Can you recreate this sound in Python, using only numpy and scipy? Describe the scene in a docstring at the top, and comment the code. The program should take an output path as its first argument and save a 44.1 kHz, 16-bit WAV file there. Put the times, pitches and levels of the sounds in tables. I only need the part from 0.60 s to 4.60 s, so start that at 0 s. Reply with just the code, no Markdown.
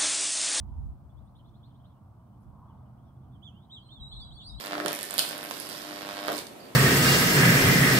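"""Birds by a lake

Unseen birds call: a run of rising chirps, faint far peeps and thin high chips, then loud slurred
whistles from several near birds at once, thrown back by the banks. Chirps, peeps and whistles are
the wavering, almost pure tone of a syrinx. Distant traffic rumbles underneath, and light gusts
brush the two microphone ports."""
import sys
import numpy as np
from scipy import signal
from scipy.fft import rfft, irfft
from scipy.io import wavfile
from scipy.ndimage import uniform_filter1d

SR = 44100
rng = np.random.default_rng(int(sys.argv[2]) if len(sys.argv) > 2 else 0)


def to_wav(sig):
    """Store sig (one row per channel, or 1-D mono) as 16-bit WAV at the path in sys.argv[1].

    Samples outside -1..1 are clipped; the rate is SR.
    """
    pcm = np.clip(np.atleast_2d(sig), -1, 1) * 32767
    pcm = np.round(pcm).astype(np.int16)
    wavfile.write(sys.argv[1], SR, pcm.T)  # frames by channels


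N = 176400
T = np.arange(N) / SR
BIN_HZ = np.fft.rfftfreq(N, 1 / SR)


def amp(db):
    """Decibels to gain."""
    return 10 ** (np.asarray(db) / 20)


def unit(x):
    """Scales to rms 1."""
    return x / np.sqrt(np.mean(x ** 2) + 1e-30)


def over_hz(points):
    """Draws a curve through (freq_hz, value) points on a log-frequency axis."""
    hz, value = np.transpose(points)
    return np.interp(np.log(BIN_HZ + 1), np.log(hz + 1), value)


def fader(points):
    """Gain ride through (time_s, level_db) points."""
    return amp(np.interp(T, *np.transpose(points)))


def add(mix, start_s, sound):
    """Drops a sound into the mix."""
    part = mix[..., max(round(start_s * SR), 0):][..., :sound.shape[-1]]
    part += sound[..., :part.shape[-1]]


def wobble(size, rate_hz):
    """Smooth random motion of rms 1."""
    hz = np.fft.rfftfreq(size, 1 / SR)
    return unit(irfft(rfft(rng.standard_normal(size)) * np.exp(-(hz / rate_hz) ** 2) * (hz > 0), size))


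# Stereo image of a far source: freq_hz, coherence
IMAGE_COHERENCE = [(60, 0.97), (110, 1), (200, 0.98), (380, 0.75), (700, 0.52), (1290, 0.89), (2380, -0.12),
                   (4400, -0.93), (8120, -0.04), (15000, -0.0)]
# Its balance: freq_hz, left_over_right_db
IMAGE_BALANCE = [(60, 0), (99, -1), (160, -3), (270, -6), (450, -4.5), (740, 11), (1220, -7.5), (2010, -4),
                 (3330, 9), (5500, -6), (9080, 1.0), (15000, 2.5)]
# Its phase offset: freq_hz, right_lag_rad
IMAGE_PHASE = [(0, 1.6), (250, -0.11), (520, 0.5), (780, -0.37), (1210, 0.7), (2600, 2.5)]

def noise(spectrum, paired=True):
    """Coloured stereo noise, imaged as a far source or else independent on each port."""
    left, right = rfft(rng.standard_normal((2, N)))
    if paired:
        coherence = np.clip(over_hz(IMAGE_COHERENCE), -1, 1)
        balance = amp(over_hz(IMAGE_BALANCE))
        right = coherence * left + np.sqrt(1 - coherence ** 2) * right
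        right *= np.exp(-1j * over_hz(IMAGE_PHASE))
        left, right = np.array([left * balance, right]) / np.sqrt(1 + balance ** 2)
    return unit(irfft(np.array([left, right]) * amp(over_hz(spectrum)), N))


# Engine rumble colour: freq_hz, gain_db
RUMBLE_EQ = [(15, -56), (25, -19.5), (48, -10.5), (65, -4.5), (92, -0.5), (108, -6), (123, -4.5),
             (134, -0.5), (168, -10), (205, -6), (352, -21), (375, -29), (480, -29.5), (620, -55.5),
             (1060, -120)]
# Engine hum: pitch_hz, level_against_rumble_db
HUM_TONES = [(120, -5), (351, -28)]
# Ride on rumble and hum: time_s, level_db
ENGINE_RIDE = [(0, -50), (.4, -53), (.8, -54), (1.4, -55), (1.8, -52.5), (2.1, -52), (2.92, -51),
               (3.04, -54), (3.3, -53.5), (4, -52)]
# Tyre wash colour: freq_hz, gain_db
TYRE_EQ = [(240, -41.5), (400, -12), (502, -10), (676, -1), (829, -3.5), (925, -4), (1150, -6),
           (1590, -19.5), (1720, -26), (2440, -34), (2600, -38), (3380, -40.5), (5720, -120)]
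# Ride on the tyre wash: time_s, level_db
TYRE_RIDE = [(0, -65), (.4, -66.5), (.62, -65), (.85, -66.5), (1.25, -65.5), (1.75, -66), (2.2, -62.5),
             (2.55, -65), (3.25, -66), (3.55, -62.5), (4, -63)]
# Narrow tyre swells: peak_s, half_length_s, centre_hz, width_hz, level_db
TYRE_SWELLS = [(0.134, 0.12, 884, 150, -66), (2.05, 0.14, 1015, 216, -61), (2.69, 0.08, 736, 114, -68.5)]

def traffic():
    """Far engines rumble and hum under tyre noise that swells now and then."""
    hum = swells = 0
    for pitch_hz, db in HUM_TONES:
        drifting_hz = pitch_hz + 3.62 * wobble(N, rate_hz=5.2)
        hum += amp(db) * unit(np.sin(2 * np.pi * np.cumsum(drifting_hz) / SR))
    for peak_s, half_s, centre_hz, width_hz, db in TYRE_SWELLS:
        phase = 2 * np.pi * centre_hz * T
        band = unit(wobble(N, width_hz) * np.sin(phase) + wobble(N, width_hz) * np.cos(phase))
        swells += amp(db) * band * np.exp(-((T - peak_s) / half_s) ** 2)
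    engines = (noise(RUMBLE_EQ) + hum) * fader(ENGINE_RIDE)
    return engines + noise(TYRE_EQ) * fader(TYRE_RIDE) + swells


# Bassy buffeting: freq_hz, gain_db
GUST_EQ = [(15, -29), (30, -19), (45, -3), (60, 3), (85, -5), (130, -16), (200, -22.5), (400, -44),
           (1000, -72.5)]
# Gusts on the left port: time_s, level_db
GUST_RIDE_LEFT = [(0, -47.5), (.04, -50), (.12, -40), (.25, -36), (.33, -42), (.40, -56.5), (.59, -45.5),
                  (.77, -57.5), (1.8, -71), (3.32, -70), (3.42, -46), (3.62, -44), (3.78, -62), (3.88, -53),
                  (3.95, -40), (4, -48)]
# Gusts on the right port: time_s, level_db
GUST_RIDE_RIGHT = [(0, -41), (.14, -36.5), (.27, -34), (.33, -44), (.45, -64), (.9, -58.5), (1.8, -75),
                   (1.88, -48), (2.0, -65), (3.3, -71), (3.55, -43), (4, -61)]
# Airy hiss: freq_hz, gain_db
HISS_EQ = [(1500, -1.5), (2500, 0.5), (3200, 0.5), (4500, 0), (7600, -4), (8300, 2), (9300, -1),
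           (10500, -2.5), (13000, -0.5), (16000, 1)]

def wind(hiss_db=-80.5):
    """Gusts buffet each port separately over a faint, steady hiss."""
    gusts = noise(GUST_EQ, paired=False) * np.array([fader(GUST_RIDE_LEFT), fader(GUST_RIDE_RIGHT)])
    return gusts + amp(hiss_db) * noise(HISS_EQ, paired=False)


def syrinx(pitch_hz, level_db, octave_db=-36, rasp_db=-9.5, third_db=-42, fade_s=0.0035):
    """A bird's voice: a wavering tone with weak overtones. The defaults voice a far bird."""
    size = len(pitch_hz)
    t = np.arange(size) / SR
    waver = 1 + 0.0035 * wobble(size, rate_hz=177)
    phase = 2 * np.pi * np.cumsum(pitch_hz * waver) / SR
    phase += amp(rasp_db) * wobble(size, rate_hz=328)  # jitter puts a rasp around the pitch
    tone = np.sin(phase) + amp(octave_db) * np.sin(2 * phase) + amp(third_db) * np.sin(3 * phase)
    fades = np.sin(np.pi / 2 * np.clip(np.minimum(t, t[-1] - t) / fade_s, 0, 1)) ** 2
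    flutter_db = 1.04 * wobble(size, rate_hz=92)
    return np.sqrt(2) * fades * amp(level_db + flutter_db) * tone


# The opening run: start_s, rise_s, start_hz, top_hz, level_db
CHIRP_NOTES = [(.492, 0.018, 3400, 3480, -72.5), (0.569, 0.032, 3200, 4010, -73),
               (.662, 0.042, 3270, 4420, -78), (0.751, 0.03, 3220, 4210, -65),
               (0.843, 0.047, 3230, 4380, -72), (.936, 0.043, 3180, 4350, -70),
               (1.028, .048, 3180, 4460, -64), (1.141, 0.035, 2990, 4180, -72.5),
               (1.24, 0.032, 2910, 4200, -67)]

def chirps(fall_per_rise=0.79, fade_db=-18):
    """Far chirps fade as they sweep up, then hook quietly down."""
    out = np.zeros((2, N))
    for start_s, rise_s, start_hz, top_hz, db in CHIRP_NOTES:
        progress = np.arange(0, rise_s * (1 + fall_per_rise), 1 / SR) / rise_s  # 1 at the top
        arch = np.sin(np.pi / 2 * np.interp(progress, [0, 1, 1 + fall_per_rise], [0, 1, 2]))
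        level_db = db + fade_db * np.minimum(progress, 1) ** 2
        add(out, start_s, syrinx(start_hz + (top_hz - start_hz) * arch, level_db))
    return out


# Ride on the flock: time_s, level_db
TWITTER_RIDE = [(.4, -95), (.8, -89), (1.3, -83), (1.42, -98.5), (2.5, -87), (4, -77)]

def twitter(notes_per_s=45, centre_hz=3284, spread_hz=190, length_s=0.022):
    """The farthest birds make a faint bed of tiny glides, random in time and pitch."""
    out = np.zeros((2, N))
    progress = np.arange(0, length_s, 1 / SR) / length_s
    for onset in np.flatnonzero(rng.random(N) < notes_per_s / SR):
        detune, slide, accent = rng.standard_normal(3)
        pitch_hz = centre_hz + spread_hz * (detune + 2 * slide * (progress - .5))
        add(out, onset / SR, syrinx(pitch_hz, level_db=2 * accent))
    return out * fader(TWITTER_RIDE)


# Thin high calls: start_s, centre_hz, width_hz, level_db, decay_s
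CHIP_HITS = [(0.654, 9300, 1900, -78, .003), (.763, 10300, 1300, -76, .005), (.884, 5680, 300, -83, .01),
             (1.806, 10770, 1300, -71, .003), (1.821, 11300, 1500, -75, .004),
             (1.831, 5800, 2600, -72, .002), (2.46, 5360, 403, -84, .013)]

def chips():
    """Bright ticks of band noise with a hard attack and a fast decay."""
    out = np.zeros((2, N))
    t = np.arange(SR // 20) / SR
    for start_s, centre_hz, width_hz, db, decay_s in CHIP_HITS:
        band = unit(wobble(len(t), width_hz) * np.sin(2 * np.pi * centre_hz * t))
        add(out, start_s, amp(db) * np.exp(-t / decay_s) * band)
    return out


# Scattered far calls: start_s, length_s, start_hz, end_hz, level_db
PEEP_NOTES = [(0.787, 0.018, 3430, 3004, -67), (0.872, 0.018, 3340, 3540, -71),
              (1.003, 0.012, 3670, 3080, -82), (1.094, 0.021, 3760, 3050, -74),
              (1.19, 0.024, 3040, 3430, -75.5), (1.283, 0.036, 3420, 3320, -81),
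              (1.59, 0.019, 3190, 3000, -86), (1.723, 0.014, 3160, 3020, -82),
              (2.082, 0.038, 3460, 2930, -77.5), (2.249, 0.025, 3170, 2900, -82),
              (2.468, 0.031, 3490, 3260, -79), (2.915, 0.063, 3260, 3045, -75),
              (3.034, 0.019, 3920, 3240, -73), (3.243, 0.02, 3690, 2970, -70)]

def peeps():
    """Short far peeps slide and ease into their last pitch."""
    out = np.zeros((2, N))
    for start_s, length_s, start_hz, end_hz, db in PEEP_NOTES:
        glide = np.sin(np.pi / 2 * np.arange(0, length_s, 1 / SR) / length_s)
        add(out, start_s, syrinx(start_hz + (end_hz - start_hz) * glide, db))
    return out


# Near song: left_over_right_db, octave_db, curve of (time_s, pitch_hz, level_db)
WHISTLE_NOTES = [ (-7.5, -27, [(2.728, 3750, -81), (2.755, 3170, -73.5), (2.79, 2950, -95)]),
                 (-9, -22.5, [(2.818, 2764, -76), (2.832, 3360, -59), (2.845, 3595, -59),
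                 (2.86, 3520, -55.5), (2.877, 3250, -54), (2.903, 2900, -69)]),
                 (-6, -30, [(2.905, 2650, -82), (2.925, 2600, -88), (2.968, 3000, -69.5), (3.01, 3500, -77),
                 (3.06, 4000, -77)]), (-3, -28, [(3.096, 2900, -65.5), (3.11, 3600, -54.5),
                 (3.124, 3830, -48), (3.138, 3910, -49.5), (3.155, 3620, -50), (3.175, 3214, -52),
                 (3.195, 2980, -66), (3.215, 3220, -63), (3.243, 3420, -72)]),
                 (-2, -22.5, [(3.18, 5000, -90), (3.22, 4400, -78), (3.24, 4130, -71), (3.27, 4100, -61),
                 (3.305, 4140, -73), (3.34, 4170, -65)]), (-7.5, -29, [(3.286, 2950, -66),
                 (3.308, 3490, -59), (3.328, 3690, -51), (3.35, 3660, -57), (3.385, 3340, -59.5),
                 (3.41, 3200, -73)]), (-4, -25.5, [(3.398, 3910, -55), (3.425, 3870, -48),
                 (3.455, 3850, -49.5), (3.49, 3920, -54.5), (3.53, 4130, -52.5), (3.555, 4200, -60.5),
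                 (3.592, 3860, -51), (3.615, 3510, -50), (3.65, 3350, -61), (3.702, 3330, -68)]),
                 (-1, -28.5, [(3.508, 3000, -75), (3.527, 3480, -50), (3.55, 3850, -58), (3.57, 3940, -46),
                 (3.61, 3920, -63), (3.665, 3950, -51), (3.70, 3880, -54)]), (2.5, -27, [(3.505, 4020, -56),
                 (3.53, 3430, -54), (3.55, 3280, -57.5), (3.572, 3680, -53), (3.59, 4100, -58),
                 (3.612, 4520, -55), (3.632, 4730, -57.5), (3.646, 4720, -69)]),
                 (-2, -22, [(3.705, 3000, -61), (3.725, 3880, -51.5), (3.742, 4420, -65),
                 (3.76, 4520, -58.5), (3.782, 3900, -62), (3.80, 3150, -61), (3.835, 2700, -77)]),
                 (1, -22, [(3.745, 3250, -74), (3.765, 3330, -59.5), (3.783, 3580, -54), (3.80, 3450, -58),
                 (3.822, 3780, -52), (3.845, 4280, -58), (3.872, 4650, -47), (3.894, 5000, -53),
                 (3.903, 5100, -66), (3.928, 5340, -62)]), (-7.5, -24.5, [(3.79, 3650, -54),
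                 (3.823, 3250, -56.5), (3.84, 3700, -62), (3.86, 4400, -56), (3.88, 4650, -60),
                 (3.895, 4750, -63)]), (7, -21, [(3.795, 4200, -74), (3.825, 4450, -65),
                 (3.855, 4650, -70)]), (-3.5, -27.5, [(3.88, 4200, -68), (3.897, 3830, -49),
                 (3.922, 3780, -52), (3.95, 3880, -53.5), (3.975, 3970, -54.5), (4.0, 4280, -52)]),
                 (-4, -11, [(3.91, 4500, -67), (3.93, 3650, -67), (3.955, 2750, -85)]),
                 (-5, -24, [(3.982, 3050, -67), (4.005, 3950, -47)])]
# Colour laid over that song: freq_hz, gain_db
WHISTLE_EQ = [(2500, 1.5), (3300, 1), (4000, -2), (4800, 0), (5400, -6), (6200, -4), (6900, -12), (8300, 0),
              (10000, -1), (10600, -6)]

def whistles():
    """Near birds slur long overlapping notes, each with its own pan."""
    out = np.zeros((2, N))
    for pan_db, octave_db, curve in WHISTLE_NOTES:
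        time_s, hz, db = np.transpose(curve)
        t = np.arange(time_s[0], time_s[-1], 1 / SR)
        slurred_hz = uniform_filter1d(np.interp(t, time_s, hz), size=500, mode="nearest")
        note = syrinx(slurred_hz, np.interp(t, time_s, db), octave_db, rasp_db=-21)
        add(out, time_s[0], amp([[pan_db / 2], [-pan_db / 2]]) * note)
    return irfft(rfft(out) * amp(over_hz(WHISTLE_EQ)), N)


# Bank slapback on the near birds: delay_s, left_db, right_db
NEAR_SLAPS = [(.0065, -3.5, -16.5), (0.013, -6.5, -12), (.021, -18, -28)]
# Bank slapback on the far birds: delay_s, left_db, right_db
FAR_SLAPS = [(0.0106, -3, -4)]
SCATTER_RT60_S, TAIL_RT60_S, SCATTER_OVER_TAIL_DB = 0.11, 0.48, 5
SHEEN_HZ, SHEEN_DB = 6900, 14.5  # the banks scatter the treble more

def lakeside(dry, wet_db, slaps, taps_per_s=3000, build_s=0.0034, right_lag_s=0.00011):
    """Sound reaches the left port first; bank echoes, quick shore scatter and a faint tail follow."""
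    t = np.arange(SR // 2) / SR
    taps = rng.standard_normal((2, 2, len(t))) * (rng.random((2, 2, len(t))) < taps_per_s / SR)
    rt60_s = np.array([SCATTER_RT60_S, TAIL_RT60_S])[:, None, None]
    decays = taps * amp(-60 * t / rt60_s) * np.minimum(t / build_s, 1)
    scatter, tail = decays / np.linalg.norm(decays, axis=2, keepdims=True)
    response = amp(wet_db) * (amp(SCATTER_OVER_TAIL_DB) * scatter + tail)
    highpass = signal.butter(3, SHEEN_HZ, "high", fs=SR, output="sos")
    response += amp(SHEEN_DB) * signal.sosfiltfilt(highpass, response)
    add(response[0], 0, np.ones(1))  # direct sound
    add(response[1], right_lag_s, np.ones(1))
    for delay_s, left_db, right_db in slaps:
        add(response, delay_s, amp([[left_db], [right_db]]))
    return signal.fftconvolve(dry, response, axes=1)[:, :N]


def scene(far_trim_db=-4.5):
    """Near birds up front, far birds wetter and trimmed down, over a bed of traffic and wind."""
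    bed = traffic() + wind()
    near = lakeside(whistles(), wet_db=-14.5, slaps=NEAR_SLAPS)
    near += lakeside(chips(), wet_db=-21, slaps=NEAR_SLAPS)
    far = lakeside(chirps() + peeps() + twitter(), wet_db=-8.5, slaps=FAR_SLAPS)
    return bed + near + amp(far_trim_db) * far


def record(dry, cutoff_hz=15750):
    """A steep low-pass takes off the very top."""
    lowpass = signal.firwin(511, cutoff_hz, window=("kaiser", 9), fs=SR)
    return signal.oaconvolve(dry, lowpass[None], "same")


dry = scene()
out = record(dry)
to_wav(out)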